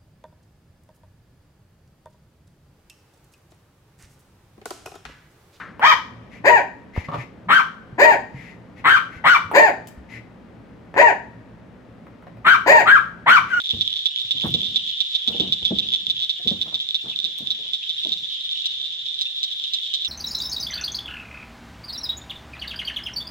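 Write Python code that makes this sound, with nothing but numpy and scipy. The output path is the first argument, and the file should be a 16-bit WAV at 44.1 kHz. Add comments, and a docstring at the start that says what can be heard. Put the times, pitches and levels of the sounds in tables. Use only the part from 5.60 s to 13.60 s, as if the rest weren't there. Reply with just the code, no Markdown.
"""Two small dogs bark at a door in a carpeted room: one yaps in high, raspy arches and ends on a thin whine,
the other barks lower, its voice breaking upward in mid-bark. Both are pulsing-fold harmonics through a throat
filter, plus gated noise for rasp. Between barks: a stuttering pulsed grunt, snuffles and ticks of filtered
noise, thumps of damped sines. Hum is coloured noise with a drone; echoes and a short tail make the room."""
import sys
import numpy as np
from scipy import signal
from scipy.fft import rfft, irfft, next_fast_len
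from scipy.io import wavfile
from scipy.ndimage import uniform_filter1d, minimum_filter1d

SR = 44100
rng = np.random.default_rng(int(sys.argv[2]) if len(sys.argv) > 2 else 0)


def bounce(signal):
    """Save signal as a 16-bit WAV file at the path given by the first command-line argument."""
    frames = np.transpose(np.atleast_2d(signal))
    limited = np.clip(frames, -1, 1)
    pcm = np.round(limited * 32767).astype(np.int16)
    wavfile.write(sys.argv[1], SR, pcm)


N = 352800

# Source levels are relative: room and mix gains follow.
# High yaps. Each row: start, crest and end in seconds, start and crest pitch in Hz, level in dB,
# rasp in relative dB (capped at 4), twang in dB, half-pitch lines in dB.
YAPS = [(.211, 0.291, 0.34, 560, 1306, -15, -8, 8, -6.5),
        (1.885, 1.962, 2.012, 898.7, 1566, -16, 2.5, -2.5, -29),
        (3.241, 3.334, 3.384, 992, 1581, -16, 6, -3.5, -32.5),
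        (3.639, 3.708, 3.772, 818.7, 1528, -15.5, 2.5, 1, -31.5),
        (6.844, 6.918, 6.962, 1155, 1553, -14.5, 1, -4.5, -32),
        (7.254, 7.334, 7.384, 1138, 1648, -13.5, -1.5, -12.5, -48),
        (7.66, 7.735, 7.79, 874, 1540, -13.5, 1.5, -1.5, -33)]
# The yapper's throat, and the hiss in it. Each row: frequency in Hz, gain in dB.
YAP_THROAT = [(600, -18.5), (900, 5.5), (1250, -0.5), (1550, 1.5), (1900, -0.5), (2150, -12), (2350, -2),
              (2600, -28), (3100, -10.5), (3800, -27), (5500, -29), (7500, -41), (10000, -54.5),
              (12500, -39.5), (15000, -103)]
YAP_RASP = [(170, -14), (450, -17.5), (750, -13.5), (1050, -3.5), (1450, -3), (2050, 3.5), (2500, -8),
            (3200, -5.5), (4200, -12.5), (5500, -57), (7800, -26), (9800, -36.5), (12500, -28.5),
            (15000, -65.5)]
# Lower barks. Each row: start, voice break and end in seconds, crest pitch in Hz, level in dB,
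# rasp in relative dB (capped at 3), twang in dB.
BARKS = [(0.839, 0.895, 1.024, 956, -16.5, -2.5, -3), (2.378, 2.452, 2.574, 946.5, -15.5, 1.5, -4.5),
         (3.931, 3.997, 4.122, 922, -16.5, 16.5, -8), (5.358, 5.417, 5.538, 947.7, -16, -5.5, -3),
         (7.058, 7.123, 7.246, 944.7, -15, 3, -3)]
# The lower dog's throat, and the hiss in it. Each row: frequency in Hz, gain in dB.
BARK_THROAT = [(250, -2), (450, -7.5), (650, -1.5), (790, -5), (960, 2.5), (1200, -26), (1450, -13),
               (1850, 1), (2100, -12), (2400, -8.5), (2800, -18.5), (3400, -32.5), (4900, -34.5),
               (5700, -46), (6800, -32), (9500, -64), (14000, -61)]
BARK_RASP = [(150, -15.5), (500, -1.5), (950, 5.5), (1200, -17.5), (1800, -9.5), (2500, -11), (3400, -17.5),
             (4900, -12), (5600, -32.5), (6800, -16), (9500, -38), (14000, -27), (16000, -32.5)]
# Course of the closing whine. Each row: time in seconds, pitch in Hz, level in relative dB.
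WHINE = [(7.9, 1563, -21), (7.912, 1566, -31), (7.94, 1435, -16.5), (7.954, 1474, -29),
         (7.972, 1459, -18.5), (8.0, 1390, -30.5)]
# Throat during the whine. Each row: frequency in Hz, gain in dB.
WHINE_THROAT = [(1500, -1), (2900, -21.5), (4400, -40), (5900, -36), (7300, -46), (9000, -55)]
# Puffs of the grunt. Each row: start in seconds, length in seconds, level in dB.
GRUNTS = [(1.483, .014, -27.5), (1.514, 0.02, -29.5), (1.531, .032, -24.5)]
# Throat during the grunt. Each row: frequency in Hz, gain in dB.
GRUNT_THROAT = [(150, -3), (600, -14.5), (850, -6.5), (1180, -6), (1700, -25), (3500, -32.5), (9000, -58)]
# Snuffles. Each row: start in seconds, length in seconds, level in dB.
SNUFFLES = [(0.694, 0.11, -51.5), (1.323, 0.12, -43), (1.436, 0.028, -43), (1.552, 0.098, -43.5),
            (2.702, 0.27, -50), (3.156, 0.061, -52), (3.489, 0.12, -50), (4.476, 0.13, -45),
            (7.871, 0.062, -43)]
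# Spectrum of air in the snout. Each row: frequency in Hz, gain in dB.
SNOUT = [(710, -79), (1200, -25.5), (1610, -11.5), (2020, 3), (2650, -9.5), (3220, -18), (6800, -28.5),
         (8260, -36.5), (8910, -48), (10600, -32), (16000, -54)]
# Soft thumps on the floor. Each row: start in seconds, level in dB, frequency in Hz, t60 in seconds.
THUMPS = [(1.377, -7.5, 81.6, 0.056), (1.485, -24, 157, 0.088), (1.583, -23, 127.7, 0.093),
          (1.87, -30, 185.4, 0.22), (2.326, -28.5, 124, 0.12), (2.744, -27, 135, 0.19),
          (3.563, -26, 93.1, 0.052), (3.851, -30.5, 103, 0.18), (4.372, -33, 65, 0.31)]
# Small ticks and taps. Each row: start in seconds, level in relative dB, treble relative to the knock in dB.
TICKS = [(0.195, -11.5, -27), (1.363, -14, -30), (1.375, -16, -30), (3.914, -7.5, -22), (4.272, -41, 13.5),
         (5.341, -14, -35), (6.467, -25.5, -28), (6.624, -28.5, -24), (6.668, -23.5, -32), (6.77, -26, -27)]
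# Spectrum of the room hum. Each row: frequency in Hz, relative density in dB.
HUM = [(42, -18), (52, -9), (85, -7.5), (115, -16.5), (175, -4), (245, -4.5), (354, -13), (531, -14),
       (700, -18.5), (1900, -28), (3200, -37.5), (6500, -50.5), (14000, -62)]
# Room decay. Each row: frequency in Hz, t60 in seconds.
ROOM_T60 = [(150, 0.57), (600, 0.32), (1200, 0.31), (2400, 0.29), (6000, 0.35), (14000, 0.23)]
# First echoes off door, floor and walls. Each row: delay at left and at right port in seconds,
# level in dB relative to near_db.
ECHOES = [(.0031, .0034, -40.5), (.0073, .0069, -8), (0.0128, .0124, -2), (0.0183, 0.016, -35.5)]
# Room resonances that sing on after a bark. Each row: frequency in Hz, peak gain in dB, t60 in seconds.
ROOM_MODES = [(639, -14, .22), (945, -4, .42), (1190, -9, .35), (1505, -10, .35), (1890, -8, .3),
              (2356, -3, .45)]
# The left port faces the dogs, hears more treble. 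Each row: frequency in Hz, left minus right in dB.
FACING = [(60, 2), (170, -0.5), (300, 2), (600, -2.5), (1100, 1.5), (2000, 7), (5000, 6.5), (12000, 6)]
# A tightened throat lifts upper partials. Each row: frequency in Hz, lift in dB per dB of twang.
TWANG = [(1300, 0.12), (1900, 0.36), (2400, 0.63), (3300, 1.14), (4500, 1.23), (6500, 0.9), (9000, 0.48),
         (13000, 0.92)]

HUM_DB = -46
TOP_HZ = 16300
# pitch arch of a yap: power 1 = straight sides, 2 = round; ends at a share of its crest
YAP_RISE_POWER, YAP_FALL_POWER, YAP_END_SHARE = 1.5, 1.7, .56
YAP_ATTACK_S, YAP_RELEASE_S = 0.032, 0.018
# rasp bursts out first, clears towards the crest, returns as the folds slacken
YAP_RASP_ATTACK_S, YAP_CLEAR_DB, YAP_SLACK_DB = 0.02, -23.5, -15
# depths before each voice's own scaling
FLUTTER_HZ, YAP_FLUTTER_DEPTH, GROWL_FLUTTER_DEPTH = 210, .55, .28
YAP_PAN_DB, BARK_PAN_DB = -0.5, 2.5  # left minus right
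# growl rises and levels off (shares of crest pitch); after the break the note holds, then drops ever faster
GROWL_START_SHARE, GROWL_TOP_SHARE, GROWL_POWER = .25, .68, 2.0
NOTE_END_SHARE, NOTE_DROP_POWER, BREAK_S = .22, 3.5, .004
BARK_ATTACK_S, BARK_RELEASE_S, BARK_RASP_ATTACK_S = 0.047, 0.041, 0.026
NOTE_DB, NOTE_RASP_DB = -6, -10  # relative to the growl
GRUNT_HZ, GRUNT_EDGE_S = 580.5, 0.0039
YAP_LAG_S, BARK_LAG_S = -.00012, 0.00016  # right port behind left
LIMIT_PEAK, LIMIT_S = .99, .002


def undb(db):
    """Decibels to gain."""
    return 10 ** (np.asarray(db) / 20)


def unit(x):
    """Scale to rms 1."""
    return x / np.sqrt(np.mean(x ** 2) + 1e-18)


def read(points, hz):
    """Read (Hz, value) points on a log-frequency axis."""
    f, value = np.transpose(points)
    return np.interp(np.log(hz + 1e-6), np.log(f), value)


def colour(x, points):
    """Filter by (Hz, dB) points, falling away below the first."""
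    size = next_fast_len(x.shape[-1] + 2048)
    hz = np.fft.rfftfreq(size, 1 / SR)
    gain = undb(read(points, hz)) * np.minimum(hz / points[0][0], 1) ** 2
    return irfft(rfft(x, size) * gain, size)[..., :x.shape[-1]]


def band(x, lo_hz, hi_hz):
    """Band-pass."""
    sos = signal.butter(2, [lo_hz, min(hi_hz, SR / 2 - 1)], 'band', fs=SR, output='sos')
    return signal.sosfilt(sos, x)


def wobble(t, rate_hz):
    """Random wandering, rate_hz new values a second."""
    values = rng.standard_normal(size=2048)
    return np.interp((t - t[0]) * rate_hz, np.arange(len(values)), values)


def span(start_s, end_s):
    """Sample times between two moments."""
    return np.arange(int(start_s * SR), int(end_s * SR)) / SR


def progress(t, start_s, end_s):
    """0 before start, 1 after end, straight in between."""
    return np.clip((t - start_s) / (end_s - start_s), 0, 1)


def envelope(t, attack_s, release_s):
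    """Swell, hold, and die away to nothing at the last sample."""
    attack = np.minimum((t - t[0]) / attack_s, 1)
    release = np.minimum((t[-1] - t) / release_s, 1) ** 1.56
    return attack * release


def eased(x):
    """Fade in and out over about 8 ms, as a voice starts and stops over several cycles."""
    return x * signal.windows.tukey(len(x), min(SR / 60 / len(x), 1))


def add(out, start_s, x, pan_db=0):
    """Mix a sound in, pan_db louder on the left than on the right."""
    i = int(start_s * SR)
    part = x[:N - i]
    out[:, i:i + len(part)] += part * undb(np.array([[pan_db], [-pan_db]]) / 2)


def hum():
    """A low steady rush with a faint motor drone in it."""
    t = np.arange(N) / SR
    mid, side = colour(rng.standard_normal((2, N)), HUM)
    side = side - 0.37 * band(side, 90, 600)  # narrower bass
    rush = (mid + 0.52 * side * np.array([[1], [-1]])) / np.std(mid)
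    drone = undb(-58.5) * np.sin(2 * np.pi * 170.3 * t) * (1 + 1.3 * wobble(t, 1.9))
    drone = drone + undb(-53) * np.sin(2 * np.pi * 116 * t) * (1 + 1.6 * wobble(t, 19))
    return rush * undb(HUM_DB + 0.33 * wobble(t, 2.8)) + drone


def earlier_ring():
    """The room's ring from an earlier yap: band noise dying away at 123 dB a second."""
    out = np.zeros((2, N))
    t = span(0, 0.61)
    add(out, 0, unit(band(rng.standard_normal(len(t)), 1040, 1860)) * undb(-34 - 123 * t))
    return out


def ticks():
    """Ticks as the dogs shift about: a short noise knock with some treble, both decaying together."""
    out = np.zeros((2, N))
    t = np.arange(SR // 4) / SR
    for start, db, treble_db in TICKS:
        noise = rng.standard_normal(len(t))
        knock = unit(band(noise, 400, 1200))
        treble = undb(treble_db) * unit(band(noise, 1800, 15000))
        add(out, start, 0.24 * (knock + treble) * undb(db - 60 * t / 0.027))
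    return out


def voice(t, hz, throat, jitter, shimmer, half_db, twang_db=0, hoarse=0):
    """Folds with uneven cycles, strong and weak in turn, heard through the throat; also returns their phase."""
    hz = hz * (1 + jitter * wobble(t, 700))
    phase = 2 * np.pi * np.cumsum(hz) / SR
    k = np.arange(1, 49)[:, None] / 2  # half steps: lines between the harmonics
    partial_hz = k * hz
    db = read(throat, partial_hz) + half_db * (k % 1 > 0) + twang_db * read(TWANG, partial_hz)
    # ragged closure of the folds smears the high partials most
    smear = hoarse * (partial_hz / 4000) ** 2 * np.array([wobble(t, 400) for _ in k])
    waves = np.sin(k * phase + np.clip(smear, -6, 6))
    tone = np.sum(undb(db) * (partial_hz < TOP_HZ) * waves, axis=0)
    return np.sqrt(2) * tone * (1 + shimmer * wobble(t, 450)), phase


def rasp(phase, spectrum, depth):
    """Turbulent air, let through once a cycle, in uneven spurts."""
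    spurts = undb(2.5 * wobble(np.arange(len(phase)) / SR, 220))
    gate = 1 + depth * np.cos(phase)
    return unit(colour(rng.standard_normal(len(phase)) * gate * spurts, spectrum))


def flutter(t, depth):
    """Loose tissue beats unevenly beside the folds and shakes the voice's level."""
    hz = FLUTTER_HZ * (1 + .2 * wobble(t, 150))
    return 1 + depth * np.sin(2 * np.pi * np.cumsum(hz) / SR)


def mouth(x, stage, shut_db, open_stage, closing_db=-2):
    """The treble blooms as the jaw opens and fades as it closes."""
    treble = signal.sosfiltfilt(signal.butter(2, 2000, 'high', fs=SR, output='sos'), x)
    db = shut_db * np.maximum(1 - stage / open_stage, 0) + closing_db * np.maximum(stage - 1, 0)
    return x + treble * (undb(db) - 1)


def yapper():
    """Each yap climbs roughly to a clear crest and drops."""
    out = np.zeros((2, N))
    for start, crest, end, start_hz, crest_hz, db, rasp_db, twang_db, half_db in YAPS:
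        t = span(start, end)
        rise, fall = progress(t, start, crest), progress(t, crest, end)
        climb_hz = (crest_hz - start_hz) * (1 - rise) ** YAP_RISE_POWER
        drop_hz = crest_hz * (1 - YAP_END_SHARE) * fall ** YAP_FALL_POWER
        hz = (crest_hz - climb_hz - drop_hz) * (1 + .014 * wobble(t, 110))
        rough = undb(min(rasp_db, 4))
        # the folds are least steady while the pressure builds
        jitter = (.011 + .022 * (1 - rise)) * np.sqrt(rough)
        tone, phase = voice(t, hz, YAP_THROAT, jitter, shimmer=.13, half_db=half_db,
                            twang_db=twang_db, hoarse=.7 * rough)
        tone = tone * flutter(t, YAP_FLUTTER_DEPTH * rough * (1 - 0.72 * rise ** 2))
        tone = tone * envelope(t, YAP_ATTACK_S, YAP_RELEASE_S)
        air_db = YAP_CLEAR_DB * rise ** 2 * (1 - fall) + YAP_SLACK_DB * fall
        air = rasp(phase, YAP_RASP, depth=1.0) * undb(air_db)
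        air = air * envelope(t, YAP_RASP_ATTACK_S, release_s=.006)
        yap = unit(tone) + unit(air) * rough * undb(-9.5)
        yap = mouth(yap, rise + fall, shut_db=-20.5, open_stage=0.58)
        add(out, start, undb(db) * yap, YAP_PAN_DB)
    return out


def snuffles():
    """Air drawn through the snout: coloured noise, softly edged, its level wavering."""
    out = np.zeros((2, N))
    for start, length, db in SNUFFLES:
        t = span(start, start + length)
        air = unit(colour(rng.standard_normal(len(t)), SNOUT)) * undb(0.63 * wobble(t, 120))
        add(out, start, undb(db) * air * signal.windows.tukey(len(t), .7), pan_db=3.5)
    return out


def barker():
    """A low rising growl breaks up by about a fifth into a ringing note, then slides down as the jaw closes."""
    out = np.zeros((2, N))
    for start, crack, end, crest_hz, db, rasp_db, twang_db in BARKS:
        t = span(start, end)
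        rise, fall = progress(t, start, crack), progress(t, crack, end)
        broken = progress(t, crack - BREAK_S / 2, crack + BREAK_S / 2)
        growl = GROWL_TOP_SHARE - (GROWL_TOP_SHARE - GROWL_START_SHARE) * (1 - rise) ** GROWL_POWER
        note = 1 - (1 - NOTE_END_SHARE) * fall ** NOTE_DROP_POWER
        hz = crest_hz * (growl + broken * (note - growl)) * (1 + .01 * wobble(t, 70))
        # after the break the folds beat strong-weak, which puts lines between the harmonics
        half_db = -26 + broken * (21 - 12 * fall)
        tone, phase = voice(t, hz, BARK_THROAT, jitter=.008, shimmer=.14, half_db=half_db,
                            twang_db=twang_db, hoarse=.7)
        tone = tone * flutter(t, GROWL_FLUTTER_DEPTH * (1 - 0.704 * broken)) * undb(NOTE_DB * broken)
        tone = tone * envelope(t, BARK_ATTACK_S, BARK_RELEASE_S)
        air = rasp(phase, BARK_RASP, depth=1.0) * undb(NOTE_RASP_DB * broken)
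        air = air * envelope(t, BARK_RASP_ATTACK_S, release_s=0.052)
        bark = unit(tone) + unit(air) * undb(min(rasp_db, 3) - 15)
        bark = mouth(bark, rise + fall, shut_db=-18.5, open_stage=0.3)
        add(out, start, undb(db) * bark, BARK_PAN_DB)
    return out


def thumps():
    """The carpeted floor gives a few damped swings under each bump."""
    out = np.zeros((2, N))
    t = np.arange(SR // 4) / SR
    contact = 1 - np.exp(-(t / .0008) ** 2)
    for start, db, hz, t60 in THUMPS:
        swing = np.sin(2 * np.pi * hz * t + np.pi * 2 / 3)
        add(out, start, undb(db - 60 * t / t60) * swing * contact)
    return out


def grunt():
    """A stuttering grunt: short puffs of unsteady voice with rasp."""
    out = np.zeros((2, N))
    for start, length, db in GRUNTS:
        t = span(start, start + length)
        tone, phase = voice(t, GRUNT_HZ, GRUNT_THROAT, jitter=0.048, shimmer=0.23, half_db=-17.5)
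        puff = tone + undb(-7) * rasp(phase, GRUNT_THROAT, depth=.8)
        add(out, start, undb(db) * puff * envelope(t, GRUNT_EDGE_S, GRUNT_EDGE_S))
    return out


def whine():
    """The yapper's voice again, held softly on one thin note."""
    out = np.zeros((2, N))
    s, hz, db = np.transpose(WHINE)
    t = span(s[0], s[-1])
    tone, phase = voice(t, np.interp(t, s, hz), WHINE_THROAT, jitter=0.0058, shimmer=0.14,
                        half_db=-49, hoarse=0.89)
    note = tone + undb(-23.5) * rasp(phase, YAP_RASP, depth=0.45)
    add(out, s[0], eased(note) * undb(np.interp(t, s, db) + 1.5), pan_db=0.5)
    return out


def room(x, near_db, tail_db, linger_db, lag_s=0):
    """Direct sound, lag_s later at the right port, then quick echoes and a diffuse tail with a few resonances."""
    t = np.arange(SR) / SR
    hz = np.fft.rfftfreq(SR, 1 / SR)
    noise = rfft(rng.standard_normal((2, SR)))
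    # the two ports hear the same bass
    alike = 1 / (1 + (hz / 800) ** 2)
    noise[1] = alike * noise[0] + np.sqrt(1 - alike ** 2) * noise[1]
    centres_hz, t60s = np.transpose(ROOM_T60)
    tail = 0
    for share, t60 in zip(np.eye(len(centres_hz)), t60s):
        part = irfft(noise * read(np.c_[centres_hz, share], hz), SR)
        lingering = undb(linger_db - 60 * t / (4.37 * t60))
        tail = tail + part * (undb(-60 * t / t60) + lingering)
    response = undb(tail_db) * unit(tail * np.minimum(t / 0.004, 1)) / np.sqrt(SR)
    for mode_hz, db, t60 in ROOM_MODES:
        peak_scale = 2 * np.log(1000) / (t60 * SR)  # gain 1 at resonance
        response += undb(db - 60 * t / t60) * np.cos(2 * np.pi * mode_hz * t) * peak_scale
    for left_s, right_s, db in ECHOES:
        response[[0, 1], [int(left_s * SR), int(right_s * SR)]] += undb(near_db + db)
    late = np.interp(np.arange(N) - lag_s * SR, np.arange(N), x[1])
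    direct = np.array([x[0], late])
    return direct + signal.fftconvolve(x.mean(axis=0)[None], response, axes=1)[:, :N]


def scene():
    """Both dogs in the room; the ring of an earlier yap is still dying away at first."""
    high = room(yapper() + whine(), near_db=-2.5, tail_db=-3.5, linger_db=-31.5, lag_s=YAP_LAG_S)
    low = room(barker(), near_db=-1.0, tail_db=-4.0, linger_db=-33, lag_s=BARK_LAG_S)
    small = room(ticks() + snuffles() + grunt(), near_db=-1, tail_db=-1.5, linger_db=-63)
    return undb(2.0) * high + undb(2.5) * low + small + thumps() + earlier_ring() + hum()


def record(dry):
    """Two microphone ports colour the sound differently; a limiter acts on peaks and the top is cut."""
    ports = []
    for x, side in zip(dry, (1, -1)):
        points = [(30, 0.0048)] + [(hz, side * db / 2) for hz, db in FACING]  # bass falls below 30 Hz
        ports.append(colour(x, points))
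    ports = np.array(ports)
    size = int(LIMIT_S * SR)
    gain = LIMIT_PEAK / np.maximum(np.abs(ports), LIMIT_PEAK)
    gain = uniform_filter1d(minimum_filter1d(gain, size), size)
    top_cut = signal.ellip(10, .2, 80, TOP_HZ, fs=SR, output='sos')
    return signal.sosfilt(top_cut, ports * gain)


dry = scene()
out = record(dry)
bounce(out)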